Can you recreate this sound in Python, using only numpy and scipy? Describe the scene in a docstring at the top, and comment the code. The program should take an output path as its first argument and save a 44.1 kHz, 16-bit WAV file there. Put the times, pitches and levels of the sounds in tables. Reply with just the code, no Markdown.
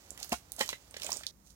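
"""Bare feet tread wet clay in a wooded hollow: two heavy squelches force out air and slurry, air pockets
gulp, bubbles pop and sticky films snap as the foot peels free. The scene then cuts to a quieter one, where
a hand smears the clay. Heard close, in stereo, over low outdoor rumble and a thin hiss of foliage.
The left microphone is muffled, so the wet treble sits on the right."""
import sys
import numpy as np
from scipy import signal
from scipy.fft import rfft, irfft, next_fast_len
from scipy.io import wavfile
from scipy.ndimage import uniform_filter1d, map_coordinates

SR = 44100
rng = np.random.default_rng(int(sys.argv[2]) if len(sys.argv) > 2 else 0)


def transcribe(u):
    """Save the signal u as a 16-bit wav file named by the first command-line argument.

    u: samples, shape (n,) or (channels, n), limited to [-1, 1]; the rate is SR.
    q: integer samples, one column per channel.
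    """
    v = np.clip(np.atleast_2d(u).T, -1, 1)
    q = np.round(v * 32767).astype(np.int16)
    wavfile.write(sys.argv[1], SR, q)


N = 68355
CUT_S = 1.312  # from feet to hand


def amp(db):
    """Decibels to gain."""
    return 10 ** (np.asarray(db) / 20)


def unit(x):
    """Scale to rms 1."""
    return x / np.sqrt(np.mean(x ** 2) + 1e-20)


def along(points, hz):
    """Interpolate (f/Hz, value) points on a log frequency axis."""
    f, v = np.transpose(points)
    return np.interp(np.log(hz + 1), np.log(f + 1), v)


def filtered(x, response):
    """Filter x by a complex function of frequency."""
    n = x.shape[-1]
    m = next_fast_len(n + 4096)
    return irfft(rfft(x, m) * response(np.fft.rfftfreq(m, 1 / SR)), m)[..., :n]


def coloured(x, spectrum):
    """Filter x by (f/Hz, level/dB) points."""
    return filtered(x, lambda hz: amp(along(spectrum, hz)))


def add(track, s, sound):
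    """Mix a sound into the track at s seconds."""
    i = round(s * SR)
    track[i:i + len(sound)] += sound[:len(track) - i]


def resonance(f, centre, q):
    """Response of one damped cavity."""
    return 1j * f * centre / q / (centre ** 2 - f ** 2 + 1j * f * centre / q)


def noise_pair(size):
    """Diffuse noise at the two microphones: alike in the bass, unrelated in the treble."""
    # left-right likeness: f/Hz, correlation
    likeness = [(60, 0.95), (150, 0.86), (380, 0.65), (950, 0)]
    turn = lambda hz: np.arccos(np.clip(along(likeness, hz), -1, 1)) / 2
    noise = rng.standard_normal((2, size))
    mid, side = filtered(noise, lambda hz: np.array([np.cos(turn(hz)), np.sin(turn(hz))]))
    return np.array([mid + side, mid - side])


def air(spectrum, db):
    """Low outdoor rumble and a thin hiss of foliage, duller on the left."""
    # left microphone's loss on the ambience: f/Hz, level/dB
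    muffling = [(100, 0), (950, -2), (2400, -4.5), (6000, -16), (15000, -8.5)]
    left, right = amp(db) * unit(coloured(noise_pair(N), spectrum))
    return np.array([coloured(left, muffling), right])


def hollow(x):
    """Banks and trees scatter a short bright tail, different from moment to moment."""
    # decay of the tail: f/Hz, t60/s
    decay = [(150, 0.19), (700, 0.042), (2000, 0.13), (6000, 0.16), (15000, 0.23)]
    # colour of the tail: f/Hz, level/dB
    colour = [(150, -15.5), (700, -11), (2000, -7.5), (6000, -7), (15000, -6.5)]
    block, tail_size, rise_s = SR // 5, SR // 3, 0.0024
    out = np.zeros((2, N))
    for i in range(0, N, block):
        hz, t, bands = signal.stft(noise_pair(tail_size), SR, nperseg=256)
        fade = amp(-60 * t / along(decay, hz)[:, None]) * (1 - np.exp(-t / rise_s))
        fade /= np.sqrt(np.mean(fade ** 2, axis=1, keepdims=True) * tail_size)
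        tails = signal.istft(bands * fade * amp(along(colour, hz))[:, None], SR, nperseg=256)[1]
        for channel, tail in zip(out, tails):
            add(channel, i / SR, signal.fftconvolve(x[i:i + block], tail))
    return out


def microphones(clay):
    """Sound reaches the muffled left port slightly late, its treble scattered by the camera body."""
    # scattering off the body: f/Hz, share of the power
    scattering = [(500, 0.025), (1000, 0.23), (2000, 0.74), (5000, 1), (12000, 0.36)]
    # left port's response: f/Hz, level/dB
    muffling = [(100, -2.5), (450, -0.5), (1200, -1.5), (2000, -2.5), (3300, -11), (5500, -17), (9000, -21),
                (15000, -16)]
    lag_s, scatter_s = 0.00014, 0.00015
    left_tail, right_tail = hollow(clay)
    t = np.arange(SR // 200) / SR
    body = rng.standard_normal(len(t)) * np.exp(-t / scatter_s)
    blurred = signal.fftconvolve(clay, body / np.linalg.norm(body))[:N]
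    share = lambda hz: np.clip(along(scattering, hz), 0, 1)
    scattered = filtered(blurred, lambda hz: np.sqrt(share(hz)))
    direct = filtered(clay, lambda hz: np.sqrt(1 - share(hz)) * np.exp(-2j * np.pi * hz * lag_s))
    return np.array([coloured(direct + scattered + left_tail, muffling), clay + right_tail])


def grains(spectrum, per_s=3200, spread_db=7.5, hiss=0.56):
    """Countless tiny wet ticks of uneven size over a soft hiss, rms 1."""
    ticks = (rng.random(N) < per_s / SR) * np.sign(rng.standard_normal(N))
    ticks *= amp(spread_db * np.clip(rng.standard_normal(N), -2, 2))
    return unit(coloured(unit(ticks) + hiss * rng.standard_normal(N), spectrum))


def sliding(clumps_per_s=140, clump_db=2.3):
    """Wet clay crackles in clumps and churns as skin sticks and slips through it."""
    # clay sliding on skin: t/s, crackle level/dB, churn level/dB
    slide = [(.0, -63.5, -64.5), (.16, -60, -60), (.21, -47.5, -56), (.28, -57.5, -60), (.35, -44, -63),
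             (.42, -76, -67.5), (0.573, -61.5, -62.5), (0.589, -39.5, -47), (.625, -38, -50),
             (.648, -49.5, -58.5), (0.709, -45, -56), (.78, -62, -77.5), (.92, -70, -63),
             (1.01, -53.5, -58.5), (1.03, -40, -52), (1.085, -46.5, -50), (1.132, -44.5, -50),
             (1.21, -52.5, -63), (1.30, -74, -87), (1.43, -72, -81), (1.484, -58, -87), (1.55, -68.5, -84)]
    # colours of the bright crackle and the low churn: f/Hz, level/dB
    crackle_colour = [(500, -21.5), (1500, -15), (3000, -9.5), (6500, -5.5), (10000, -13.5), (16000, -19.5)]
    churn_colour = [(80, -12), (200, -5), (600, -2), (1100, -5), (2500, -9.5), (5000, -13.5)]
    s, crackle_db, churn_db = np.transpose(slide)
    t = np.arange(N) / SR
    crackle = amp(np.interp(t, s, crackle_db)) * grains(crackle_colour)
    churn = amp(np.interp(t, s, churn_db)) * grains(churn_colour)
    clumps = map_coordinates(rng.standard_normal(N // 64), [t * clumps_per_s])
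    return amp(clump_db * clumps) * crackle + churn


def burst(source, db, centre, q):
    """A short excitation heard through a small cavity in the clay; db is its energy spread over 1.5 ms."""
    lowest = centre * 0.48 * min(q, 1)
    low_cut = lambda f: resonance(f, lowest, 1) * 1j * f / lowest
    sound = filtered(source, lambda f: resonance(f, centre, q) ** 2 * low_cut(f))
    return amp(db) * sound * np.sqrt(0.0015 * SR / np.sum(sound ** 2))


def pops(spatter_db=-16, spatter_s=0.0012):
    """A small bubble bursts all at once: one sharp click and a trace of spatter."""
    # bursting bubbles: t/s, level/dB, centre f/Hz, Q
    bubbles = [(0.1059, -30.5, 7620, 2.1), (0.52, -28, 8550, 0.69), (0.6123, -21.5, 3330, .8),
               (1.1055, -31, 8200, .8), (1.1287, -25.5, 6900, 4), (1.2672, -23, 5220, 1.64)]
    out, t = np.zeros(N), np.arange(SR // 100) / SR
    for s, db, centre, q in bubbles:
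        spatter = amp(spatter_db) * np.exp(-t / spatter_s) * rng.standard_normal(len(t))
        add(out, s, burst((t == 0) + spatter, db, centre, q))
    return out


def snaps(crack_db=-3, fade_cycles=4, spray_db=1, spray_cycles=14):
    """Each film tears with a crack and a wisp of spray: the smaller its cavity, the shorter."""
    # snapping films of clay: t/s, level/dB, centre f/Hz, Q
    films = [(0.1764, -37, 5500, 0.32), (0.201, -36.5, 7500, 1), (.229, -28, 6560, 1.06),
             (0.231, -31.5, 5130, 1), (0.2457, -33.5, 6500, 0.2), (0.294, -35, 8800, 1.4),
             (0.564, -37, 7640, 1.4), (0.5935, -27.5, 8000, 0.91), (0.609, -23.5, 3100, 1.4),
             (0.6247, -31, 5500, 1.5), (0.632, -31.5, 6940, 0.85), (0.661, -35.5, 7200, 1.2),
             (0.678, -34.5, 5600, 1.2), (0.6909, -22, 4580, 0.92), (.697, -30, 2750, 0.73),
             (0.704, -31.5, 6450, 0.6), (0.7288, -30.5, 2220, 1.15), (.910, -41.5, 8200, 2.6),
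             (.942, -36, 2640, 0.7), (0.9656, -34, 2400, 0.98), (0.9691, -33, 6140, 1.7),
             (.998, -37.5, 3270, 0.62), (1.0193, -29, 4040, 0.9), (1.033, -28, 4360, 0.65),
             (1.046, -28.5, 6600, 2.8), (1.0654, -28, 7850, 2.8), (1.0664, -32, 2950, 1.1),
             (1.1179, -24.5, 5100, 0.93), (1.120, -24, 5870, 3.3), (1.1295, -29, 6650, 2.6),
             (1.165, -37, 7300, 1.2), (1.1697, -27.5, 7000, 1.5), (1.2344, -34.5, 2880, 0.7),
             (1.505, -47, 6400, 1.1)]
    out, t = np.zeros(N), np.arange(SR // 30) / SR
    for s, db, centre, q in films:
        cycles = t * centre
        fade = np.exp(-cycles / fade_cycles) + amp(spray_db) * np.exp(-cycles / spray_cycles)
        tear = amp(crack_db) * (t == 0) + fade * rng.standard_normal(len(t))
        add(out, s, burst(tear, db, centre, q))
    return out


def pockets(attack_s=0.00066, waver_depth=0.0038, puff_db=-12.5, puff_s=0.003):
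    """Trapped air escapes with a dull puff and rings briefly, its pitch unsteady as the soft walls move."""
    # air pockets under the foot: t/s, level/dB, f/Hz, t60/s
    cavities = [(.117, -32.5, 495, 0.0037), (.212, -42.5, 808, 0.027), (0.32, -27.5, 228, 0.051),
                (0.321, -15, 2710, 0.01), (0.331, -39.5, 64, 0.13), (.322, -26, 410, 0.022),
                (.324, -24.5, 710.4, 0.068), (.326, -28, 856, 0.053), (.328, -27, 1054, 0.039),
                (0.339, -29, 1385, 0.018), (.323, -33.5, 2600, 0.039), (.585, -36.5, 710, 0.035),
                (.607, -36.5, 248, 0.078), (.608, -26.5, 531, 0.04), (.607, -26.5, 850, 0.065),
                (0.607, -31, 1052, 0.06), (.609, -19, 1902, 0.03), (0.611, -28.5, 3060, 0.1),
                (0.6903, -27.5, 1115, 0.012), (0.729, -26.5, 488, 0.0094), (.730, -33, 1990, 0.034),
                (.730, -34, 3955, 0.036), (.942, -36, 590, 0.013), (0.967, -35, 513, 0.011),
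                (1.046, -32, 614, 0.025), (1.066, -38, 526, 0.021), (1.079, -38, 516, .011),
                (1.0922, -23, 860, 0.0083), (1.093, -36, 360, 0.022), (1.118, -30.5, 1030, 0.016),
                (1.165, -30.5, 520, 0.0054), (1.209, -35.5, 1380, 0.0068)]
    out, t = np.zeros(N), np.arange(SR // 6) / SR
    for s, db, hz, t60 in cavities:
        waver = unit(uniform_filter1d(rng.standard_normal(len(t)), size=128))
        pitch = hz * (1 + waver_depth * waver)
        ring = amp(-60 * t / t60) * np.sin(2 * np.pi * np.cumsum(pitch) / SR)
        rush = filtered(rng.standard_normal(len(t)), lambda f: resonance(f, 0.44 * hz, q=0.66) ** 2)
        puff = amp(puff_db) * np.exp(-t / puff_s) * unit(rush)
        add(out, s, amp(db) * (1 - np.exp(-t / attack_s)) * (ring + puff))
    return out


def gulp(peak_s=0.328, width_s=0.0025, db=-33.5, mid_hz=650, octaves_per_s=72):
    """The first tread squeezes a large air pocket: its pitch shoots up as it shrinks."""
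    t = np.arange(N) / SR - peak_s
    hz = mid_hz * 2 ** np.clip(octaves_per_s * t, -2, 2)
    swell = amp(db) * np.exp(-0.5 * (t / width_s) ** 2)
    return swell * np.sin(2 * np.pi * np.cumsum(hz) / SR)


def squelches():
    """The foot's weight bears down: a quick swell of pressure squirts slurry and spray from the sole."""
    # treads: full pressure at t/s, rise/s, hold/s, fade/s, slurry level/dB, spray level/dB
    treads = [(0.3225, 0.0033, 0.0075, 0.005, -33.5, -30), (0.6084, 0.0037, 0.0031, 0.009, -36, -29)]
    # colours of the thick slurry and the fine spray: f/Hz, level/dB
    slurry = [(55, -45), (110, -19), (200, -4), (330, -11), (600, 2), (1200, -15), (2000, -1.5),
              (3500, -6.5), (8000, -30)]
    spray = [(300, -61), (1200, -5.5), (2500, -24), (4000, -6.5), (7000, -6), (10000, -10), (16000, -20)]
    out, t = np.zeros(N), np.arange(N) / SR
    for s, rise, hold, fade, slurry_db, spray_db in treads:
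        pressure = np.exp(np.minimum(t - s, 0) / rise - np.maximum(t - s - hold, 0) / fade)
        out += pressure * (amp(slurry_db) * grains(slurry) + amp(spray_db) * grains(spray))
    return out


def scene():
    """Feet tread the clay up to the cut, a hand smears it afterwards, each in its own ambience."""
    # ambience behind the feet and behind the hand: f/Hz, level/dB
    treading_air = [(25, -37), (42, -4.5), (58, 5), (85, -3.5), (180, -8.5), (350, -14.5), (800, -14.5),
                    (1500, -20.5), (3200, -21), (6500, -16.5), (10000, -25)]
    smearing_air = [(25, -10), (60, 11.5), (95, -4), (200, 2), (400, -13), (1000, -14), (3000, -24.5),
                    (6500, -17.5), (10000, -22.5), (16000, -21.5)]
    # colour of the hand's thin scrape: f/Hz, level/dB
    scrape = [(2000, -9.5), (5500, 0)]
    clay = snaps() + pops() + pockets() + gulp() + squelches() + sliding()
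    before_cut = np.arange(N) / SR < CUT_S
    treading = microphones(clay) + air(treading_air, db=-58.5)
    smearing = microphones(coloured(clay * ~before_cut, scrape)) + air(smearing_air, db=-61)
    return np.where(before_cut, treading, smearing)


def record(dry):
    """The camera drops the deepest rumble and keeps nothing above its band limit."""
    low_cut_hz, top_hz = 43, 16100
    return filtered(dry, lambda hz: (hz < top_hz) * hz ** 2 / np.hypot(hz ** 2, low_cut_hz ** 2))


dry = scene()
out = record(dry)
transcribe(out)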